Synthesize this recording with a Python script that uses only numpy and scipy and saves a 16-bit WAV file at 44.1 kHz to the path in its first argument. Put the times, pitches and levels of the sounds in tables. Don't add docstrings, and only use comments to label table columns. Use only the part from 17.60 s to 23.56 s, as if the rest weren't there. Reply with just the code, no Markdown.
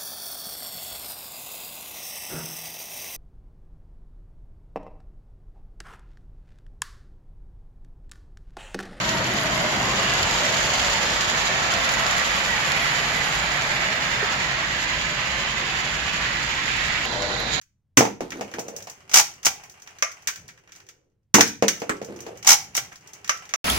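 import sys
import numpy as np
from scipy import signal
from scipy.fft import rfft, irfft, next_fast_len
from scipy.io import wavfile
from scipy.ndimage import uniform_filter1d

SR = 44100
rng = np.random.default_rng(int(sys.argv[2]) if len(sys.argv) > 2 else 0)


def put_to_file(sound):
    columns = np.atleast_2d(sound).T
    safe = np.clip(columns, -1, 1)
    whole_steps = np.round(safe * 32767)
    wavfile.write(sys.argv[1], SR, whole_steps.astype(np.int16))


N = 262836


def amp(db):
    return 10 ** (np.asarray(db) / 20)


def unit(x):
    return x / np.sqrt(np.sum(x ** 2, axis=-1, keepdims=True) + 1e-20)


def read(points, hz):
    f, value = np.transpose(points)
    return np.interp(np.log(hz + 1), np.log(f + 1), value)


def add(mix, s, sound):
    part = mix[max(round(s * SR), 0):][:len(sound)]
    part += sound[:len(part)]


def coloured(x, colour):
    size = next_fast_len(N)
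    gain = amp(read(colour, np.fft.rfftfreq(size, 1 / SR)))
    return unit(irfft(rfft(x, size) * gain, size)[..., :N]) * np.sqrt(N)


def prompt_filter(db):
    log_gain = np.log(amp(np.r_[db, db[-2:0:-1]]))
    return np.exp(np.conj(signal.hilbert(log_gain)))[:len(db)]


def chatter(fade_s, size):
    fade = amp(-60 * np.arange(size) / SR / fade_s)
    burst = rng.standard_normal(size) * fade
    for _ in range(3):
        spectrum = rfft(burst)
        burst = irfft(spectrum / (abs(spectrum) + 1e-9)) * np.sqrt(fade)
    return burst


def ring(tones, size):
    t = np.arange(size) / SR
    return unit(sum(amp(db - 60 * t / fade_s) * np.cos(2 * np.pi * hz * t) for hz, db, fade_s in tones))


# f/Hz, level/dB, fade/s
SPRING_TONES = [(5396, -13, .2), (5981, 1, 0.46), (6200, -6, 0.14), (6030, -2, 0.54), (6030, 3, .13),
                (6800, -5, .28), (15200, -2.5, .12)]

def blows(hits, colour, tones, ring_db, spring_db, chatter_s, treble_share=1, hollow_db=10, octaves=0.68):
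    size, tracks = 8192, np.zeros((3, N))
    hz = np.fft.rfftfreq(size, 1 / SR)
    treble = 1 - 1 / (1 + (hz / 3800) ** 4)
    bass = 1 / (1 + (hz / 400) ** 2)
    tilt = treble_share * treble - bass
    crack = unit(irfft(prompt_filter(read(colour, hz))))
    body = rfft(crack + amp(ring_db) * ring(tones, size) + amp(spring_db) * ring(SPRING_TONES, size))
    for i, (s, db, bright_db, *hollow) in enumerate(hits):
        hump = sum(hollow_db * np.exp(-(np.log2((hz + 1) / pitch) / octaves) ** 2) for pitch in hollow)
        tone = irfft(body * prompt_filter(bright_db * tilt + hump))
        blow = unit(signal.fftconvolve(chatter(chatter_s, size), tone))
        add(tracks[i % 3], s, amp(db) * np.sqrt(SR / 200) * blow)
    return tracks


def resonate(x, hz, width_hz):
    turn = np.exp(2j * np.pi * np.cumsum(hz * np.ones(N)) / SR)
    decay = np.exp(-np.pi * width_hz / SR)
    ringing = turn * signal.lfilter([1], np.poly([decay, decay]), np.gradient(x) / turn)
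    return unit(ringing.real) * np.sqrt(N)


def even(response):
    power = uniform_filter1d(abs(rfft(response)) ** 2, 48) + 1e-9
    return unit(irfft(rfft(response) * np.array([prompt_filter(-10 * np.log10(p)) for p in power])))


# f/Hz, fade/s
WALL_ECHO = [(100, 0.67), (300, 0.34), (1000, 0.28), (2500, 0.31), (6300, 0.28), (16000, 0.26)]

def room(x, near_db, far_db, near_fade_s, size=32768, left_lag_samples=10):
    t = np.arange(size) / SR
    near, far = rng.standard_normal((2, 2, size))
    near = unit(near * amp(-60 * t / near_fade_s) * (t > .001))
    hz, at, bands = signal.stft(far, SR, nperseg=256)
    bands = bands * amp(-60 * at / read(WALL_ECHO, hz)[:, None])
    far = signal.istft(bands, SR, nperseg=256)[1][:, :size]
    far = unit(far * (1 - np.exp(-t / 0.014)))
    echoes = rfft(amp(near_db) * near + amp(far_db) * far)
    same = 1 / (1 + (np.fft.rfftfreq(size, 1 / SR) / 480) ** 2)
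    echoes[1] = same * echoes[0] + np.sqrt(1 - same ** 2) * echoes[1]
    response = irfft(echoes)
    response[0, left_lag_samples] += 1
    response[1, 0] += 1
    return 2 * signal.oaconvolve(x[None], even(response), axes=1)[:, :N]


def scatter(tracks, near_db, far_db, near_fade_s):
    return sum(room(track, near_db, far_db, near_fade_s) for track in tracks)


# f/Hz, level/dB
HUM_COLOUR = [(25, -9.5), (55, -11.5), (90, 1), (140, -6), (350, -29), (1000, -39.5), (16000, -57)]

def room_hum():
    return amp(-70) * coloured(rng.standard_normal(N) + .3 * rng.standard_normal((2, N)), HUM_COLOUR)


# t/s, level/dB, brightness/dB
CLICKS = [(.014, -51, 7), (.705, -37, 1), (.72, -33, -13.5), (.938, -33.5, -11.5), (.992, -36.5, 16.5),
          (1.082, -38.5, 17.5), (1.164, -33.5, 19), (1.2237, -41, 10), (1.83, -39, 2), (2.22, -45, 7),
          (2.274, -42.5, -6.5), (2.6725, -21.5, 7), (2.685, -27.5, -4.5), (2.7587, -39, 3),
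          (2.888, -43, -5.5), (2.976, -54, -11), (3.075, -54.5, -9), (3.12, -45, 2), (3.16, -48, 10),
          (3.202, -51, -4), (3.288, -44.5, 3), (3.876, -30, 11), (4.6045, -39.5, 20), (5.321, -44.5, -20),
          (5.357, -45.5, 8), (5.645, -38.5, -2), (5.8916, -42, -1)]
# f/Hz, level/dB
CLICK_COLOUR = [(100, -22), (500, -28), (1700, -0.5), (4200, -9.5), (6100, 1.5), (9800, -24), (15500, -18)]
# f/Hz, level/dB, fade/s
SHELL_TONES = [(1180, -0.5, 0.024), (1384, -3, 0.12), (1560, -3.5, 0.065), (2260, 2.5, 0.078)]

def shell_clicks(effort, count=90):
    place = rng.random(count)
    force, hardness = rng.standard_normal((2, count))
    at = ((np.arange(count) + place) * N / count).astype(int)
    tick_db = 20 * np.log10(effort[at] + 1e-9) + 8 + 8 * np.clip(force, -2, 2)
    ticks = list(zip(at / SR, tick_db, 8 + 7 * hardness))
    tracks = blows(CLICKS + ticks, CLICK_COLOUR, SHELL_TONES, ring_db=-15, spring_db=-18, chatter_s=0.012)
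    return scatter(tracks, near_db=8, far_db=-4, near_fade_s=0.08)


# t/s, level/dB, loss per bounce/dB, brightness/dB
SHOTS = [(0.371, -8.5, 4.5, 0), (3.741, -11, 0.7, 2)]
# f/Hz, level/dB
SLAM_COLOUR = [(30, -52.5), (85, -21), (120, -4), (165, -17.5), (225, -3), (450, -9.5), (650, -18.5),
               (1200, -13), (2300, -11.5), (4200, -23), (6300, -6.5), (9500, -29.5), (15500, -25.5)]
# f/Hz, level/dB, fade/s
BARREL_TONES = [(115, -11, 0.45), (224, -0.5, 0.2), (259, -1, 0.17), (1107, -2, 0.084)]

def plunger_slams(first_gap_s=.0022, gap_growth=1.45, dulling_db=2.5):
    k = np.arange(4)
    gaps = first_gap_s * gap_growth ** k
    hits = []
    for s, db, loss_db, bright_db in SHOTS:
        hits += zip(s + np.cumsum(gaps) - gaps, db - loss_db * k, bright_db - dulling_db * k)
    tracks = blows(hits, SLAM_COLOUR, BARREL_TONES, ring_db=-19, spring_db=-27.5, chatter_s=.025)
    return scatter(tracks, near_db=11.5, far_db=-3.5, near_fade_s=0.1)


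# t/s, level/dB, brightness/dB, hollow pitch f/Hz
KNOCKS = [(.4072, -13, 7.5, 650), (.428, -18.5, -6.5, 437), (.452, -23, 11, 810), (.6065, -27.5, 1.5, 590),
          (.81, -27.5, 5.5, 620), (.985, -28.5, -0.5, 600), (1.084, -35, 2.5, 560), (1.272, -38.5, 29, 688),
          (3.7838, -15, 15, 800), (3.794, -16.5, 7, 298), (4.024, -13, -0.5, 530), (4.2185, -27, 2, 570),
          (4.416, -30.5, -5, 536), (4.487, -35.5, -15, 485), (4.665, -35, 4, 540)]
# f/Hz, level/dB
KNOCK_COLOUR = [(40, -32), (200, 0), (460, -9.5), (900, -8.5), (1600, -15.5), (2400, -12), (3900, -25.5),
                (6300, -16), (10000, -41), (15500, -36.5)]
# f/Hz, level/dB, fade/s
TABLE_TONES = [(206, -1.5, 0.32), (293, -4, 0.25), (457, 8, 0.088)]

def table_knocks():
    tracks = blows(KNOCKS, KNOCK_COLOUR, TABLE_TONES, ring_db=-9, spring_db=-39, chatter_s=0.013,
                   treble_share=0.19, hollow_db=10.5)
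    return scatter(tracks, near_db=6.5, far_db=-6, near_fade_s=0.1)


# t/s, level/dB, hollow pitch f/Hz
CAN_ROLL = [(.608, -34, 330), (.655, -39.5, 233), (.72, -46.5, 200), (.79, -37, 300), (.825, -47.5, 520),
            (.92, -55.5, 580), (.955, -41.5, 260), (1.01, -49, 430), (1.16, -51, 520), (1.28, -67.5, 500)]
DART_ROLL = [(4.195, -65, 420), (4.32, -39, 272), (4.4, -59, 300), (4.43, -60, 520), (4.475, -55, 450),
             (4.515, -40, 300), (4.65, -52.5, 393), (4.695, -43.5, 450), (4.8, -73, 430)]

def roll(path, taps_per_s=370):
    s, db, hz = np.transpose(path)
    t = np.arange(N) / SR
    taps = (rng.random(N) < taps_per_s / SR) * rng.standard_normal(N)
    loudness = amp(np.interp(t, s, db)) * (t > s[0]) * (t < s[-1])
    return loudness * resonate(taps, np.interp(t, s, hz), width_hz=250)


def held(start, end, db, rise_s=0.065, release_db_per_s=105.5):
    t = np.arange(N) / SR
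    return np.clip((t - start) / rise_s, 0, 1) * amp(db - release_db_per_s * np.maximum(t - end, 0))


# start t/s, end t/s, rubbing level/dB, bumping level/dB
GRIPS = [(0.74, 1.3, -59, -57.5), (1.315, 2.08, -60.5, -62.5), (2.062, 2.774, -63, -68),
         (2.73, 2.86, -66.5, -54.5), (2.886, 3.246, -70, -68.5), (4.092, 5.28, -58.5, -55),
         (5.352, 5.93, -58, -62)]

def hand_movements():
    effort = np.max([held(start, end, db) for start, end, db, _ in GRIPS], axis=0)
    weight = np.max([held(start, end, db) for start, end, _, db in GRIPS], axis=0)
    return effort, weight


# f/Hz, level/dB
RUB_COLOUR = [(410, -20), (700, 7.5), (970, 2.5), (2830, 4), (3730, -12), (6120, -3.5), (9670, -18.5),
              (15900, -24)]

def glove_rubbing(effort, grains_per_s=110, spread_db=5, hiss=0.022):
    grains = rng.random(N) < grains_per_s / SR
    strength = amp(spread_db * np.minimum(rng.exponential(1, N), 4))
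    scratches = grains * strength * rng.choice([-1, 1], N)
    return effort * coloured(scratches + hiss * rng.standard_normal(N), RUB_COLOUR)


# start t/s, end t/s, level/dB
AIM = (2.71, 3.42, -77)

def hollow_tone(effort):
    return (amp(-9) * effort + held(*AIM)) * resonate(rng.standard_normal(N), hz=380, width_hz=230)


# f/Hz, level/dB
BUMP_COLOUR = [(25, -29), (95, 2), (170, -1), (300, -12), (1000, -49.5)]

def hand_bumps(weight):
    return weight * coloured(rng.standard_normal(N) + .25 * rng.standard_normal((2, N)), BUMP_COLOUR)


# t/s before the first tooth, level/dB relative to the pull, brightness/dB
TAKE_UP = [(0.046, -29, -4.5), (.026, -23, -6), (0.014, -25.5, -8), (0.0049, -11.5, 2.5)]

def pull(s, db, bright_db, skip_db, count=4, tooth_gap_s=0.012, slow_start_s=0.0042):
    k = np.arange(count)
    at = s + np.r_[0, np.cumsum(tooth_gap_s + slow_start_s * 0.53 ** k)]
    force, pitch, late = rng.uniform(-0.75, 1, (3, count))
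    level = db - 0.5 * k / count + 1.5 * force
    hollow_hz = 1100 * 2 ** (0.66 * pitch)
    take_up = [(s - lead_s, db + rel_db, tone_db) for lead_s, rel_db, tone_db in TAKE_UP]
    teeth = [(at[i], level[i], bright_db, hollow_hz[i]) for i in k]
    skips = [(at[i] + 0.0027 + 0.0016 * late[i], level[i] + skip_db, bright_db) for i in k]
    latch = (at[-1], db - 3.5, -0.5, 890)  # t/s, level/dB, brightness/dB, f/Hz
    return take_up + teeth + skips + [latch]


def reel_back(s, db, rattle_s):
    touch = (s - rattle_s, -24, 0.5)  # t/s, level/dB, brightness/dB
    scrape = (s - 0.0099, db - 0.5, 15)
    stop = (s, db, -6.5)
    return [touch, scrape, stop]


# first tooth t/s, level/dB, brightness/dB, relative level of the skips/dB
PULLS = [(1.5403, -11, 2, -8), (4.873, -9.5, 2.5, -12.5)]
# stop t/s, level/dB, rattle t/s before the stop
RETURNS = [(1.865, -15, .016), (5.176, -21, 0.026)]
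# f/Hz, level/dB
TOOTH_COLOUR = [(40, -35.5), (110, -26), (200, -24.5), (560, -19.5), (820, -4), (1050, -15.5),
                (1300, -13.5), (2300, -6.5), (4100, -12), (6100, 1), (9500, -20), (15500, -18)]

def pull_cord():
    hits = [hit for row in PULLS for hit in pull(*row)]
    hits += [hit for row in RETURNS for hit in reel_back(*row)]
    tracks = blows(hits, TOOTH_COLOUR, SHELL_TONES, ring_db=-20, spring_db=-28.5, chatter_s=0.012,
                   hollow_db=5, octaves=0.33)
    return scatter(tracks, near_db=10.5, far_db=-5, near_fade_s=0.071)


# t/s, level/dB, brightness/dB
CATCHES = [(2.4239, -17.5, 3), (5.694, -17.5, 5.5), (5.9379, -21, 4.5)]
# f/Hz, level/dB
CATCH_COLOUR = [(300, -31), (680, -5), (900, -18.5), (1230, -4), (1800, -9.5), (2250, -6.5), (4300, -25),
                (6100, -8), (9000, -35.5), (15500, -41)]
# f/Hz, level/dB, fade/s
CYLINDER_TONES = [(1190, 5, 0.14), (1337, 2, 0.11), (1620, -9, 0.057), (2139, -5, .18), (2240, -10, .15)]

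def cylinder_catches(bounce_s=0.0025, bounce_db=-8.5):
    hits = []
    for s, db, bright_db in CATCHES:
        hits += [(s, db, bright_db), (s + bounce_s, db + bounce_db, bright_db)]
    tracks = blows(hits, CATCH_COLOUR, CYLINDER_TONES, ring_db=-8.5, spring_db=-40, chatter_s=0.0101)
    return scatter(tracks, near_db=4.5, far_db=-7.5, near_fade_s=0.066)


# t/s, level/dB, brightness/dB
SNAPS = [(3.8075, -8.5, -0.5), (4.0815, -15, 3.5)]

def spring_snaps():
    tracks = blows(SNAPS, CLICK_COLOUR, SHELL_TONES, ring_db=-17, spring_db=-21.5, chatter_s=0.01)
    return scatter(tracks, near_db=11.5, far_db=-1, near_fade_s=0.059)


# t/s, level/dB, brightness/dB
CLACKS = [(4.294, -20, -0.5)]
# f/Hz, level/dB
CLACK_COLOUR = [(60, -14), (300, 1.5), (750, -4), (1200, -1), (1900, 1), (3500, -20.5), (7800, -11),
                (10000, -30.5)]
# f/Hz, level/dB, fade/s
PANEL_TONES = [(424, -2, 0.35), (1130, -1, 0.13), (1330, -0.82, 0.24), (1800, 0, 0.16)]

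def panel_clack():
    tracks = blows(CLACKS, CLACK_COLOUR, PANEL_TONES, ring_db=-7, spring_db=-44, chatter_s=0.017)
    return scatter(tracks, near_db=7.5, far_db=-8, near_fade_s=.08)


def scene():
    effort, weight = hand_movements()
    shots = plunger_slams() + table_knocks() + panel_clack()
    gun_parts = pull_cord() + spring_snaps() + shell_clicks(effort) + cylinder_catches()
    gloves = room(glove_rubbing(effort) + hollow_tone(effort), near_db=6, far_db=3, near_fade_s=0.16)
    rolls = room(roll(CAN_ROLL) + roll(DART_ROLL), near_db=-0.5, far_db=-7.5, near_fade_s=0.24)
    mix = shots + gun_parts + gloves + rolls + room_hum() + hand_bumps(weight)
    return mix * amp([[-.35], [.35]])


def record(dry, top_hz=16050):
    limited = dry / (1 + dry ** 8) ** (1 / 8)
    treble_cut = signal.firwin(511, top_hz, window=("kaiser", 8), fs=SR)
    return signal.oaconvolve(limited, treble_cut[None], "same")


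dry = scene()
out = record(dry)
put_to_file(out)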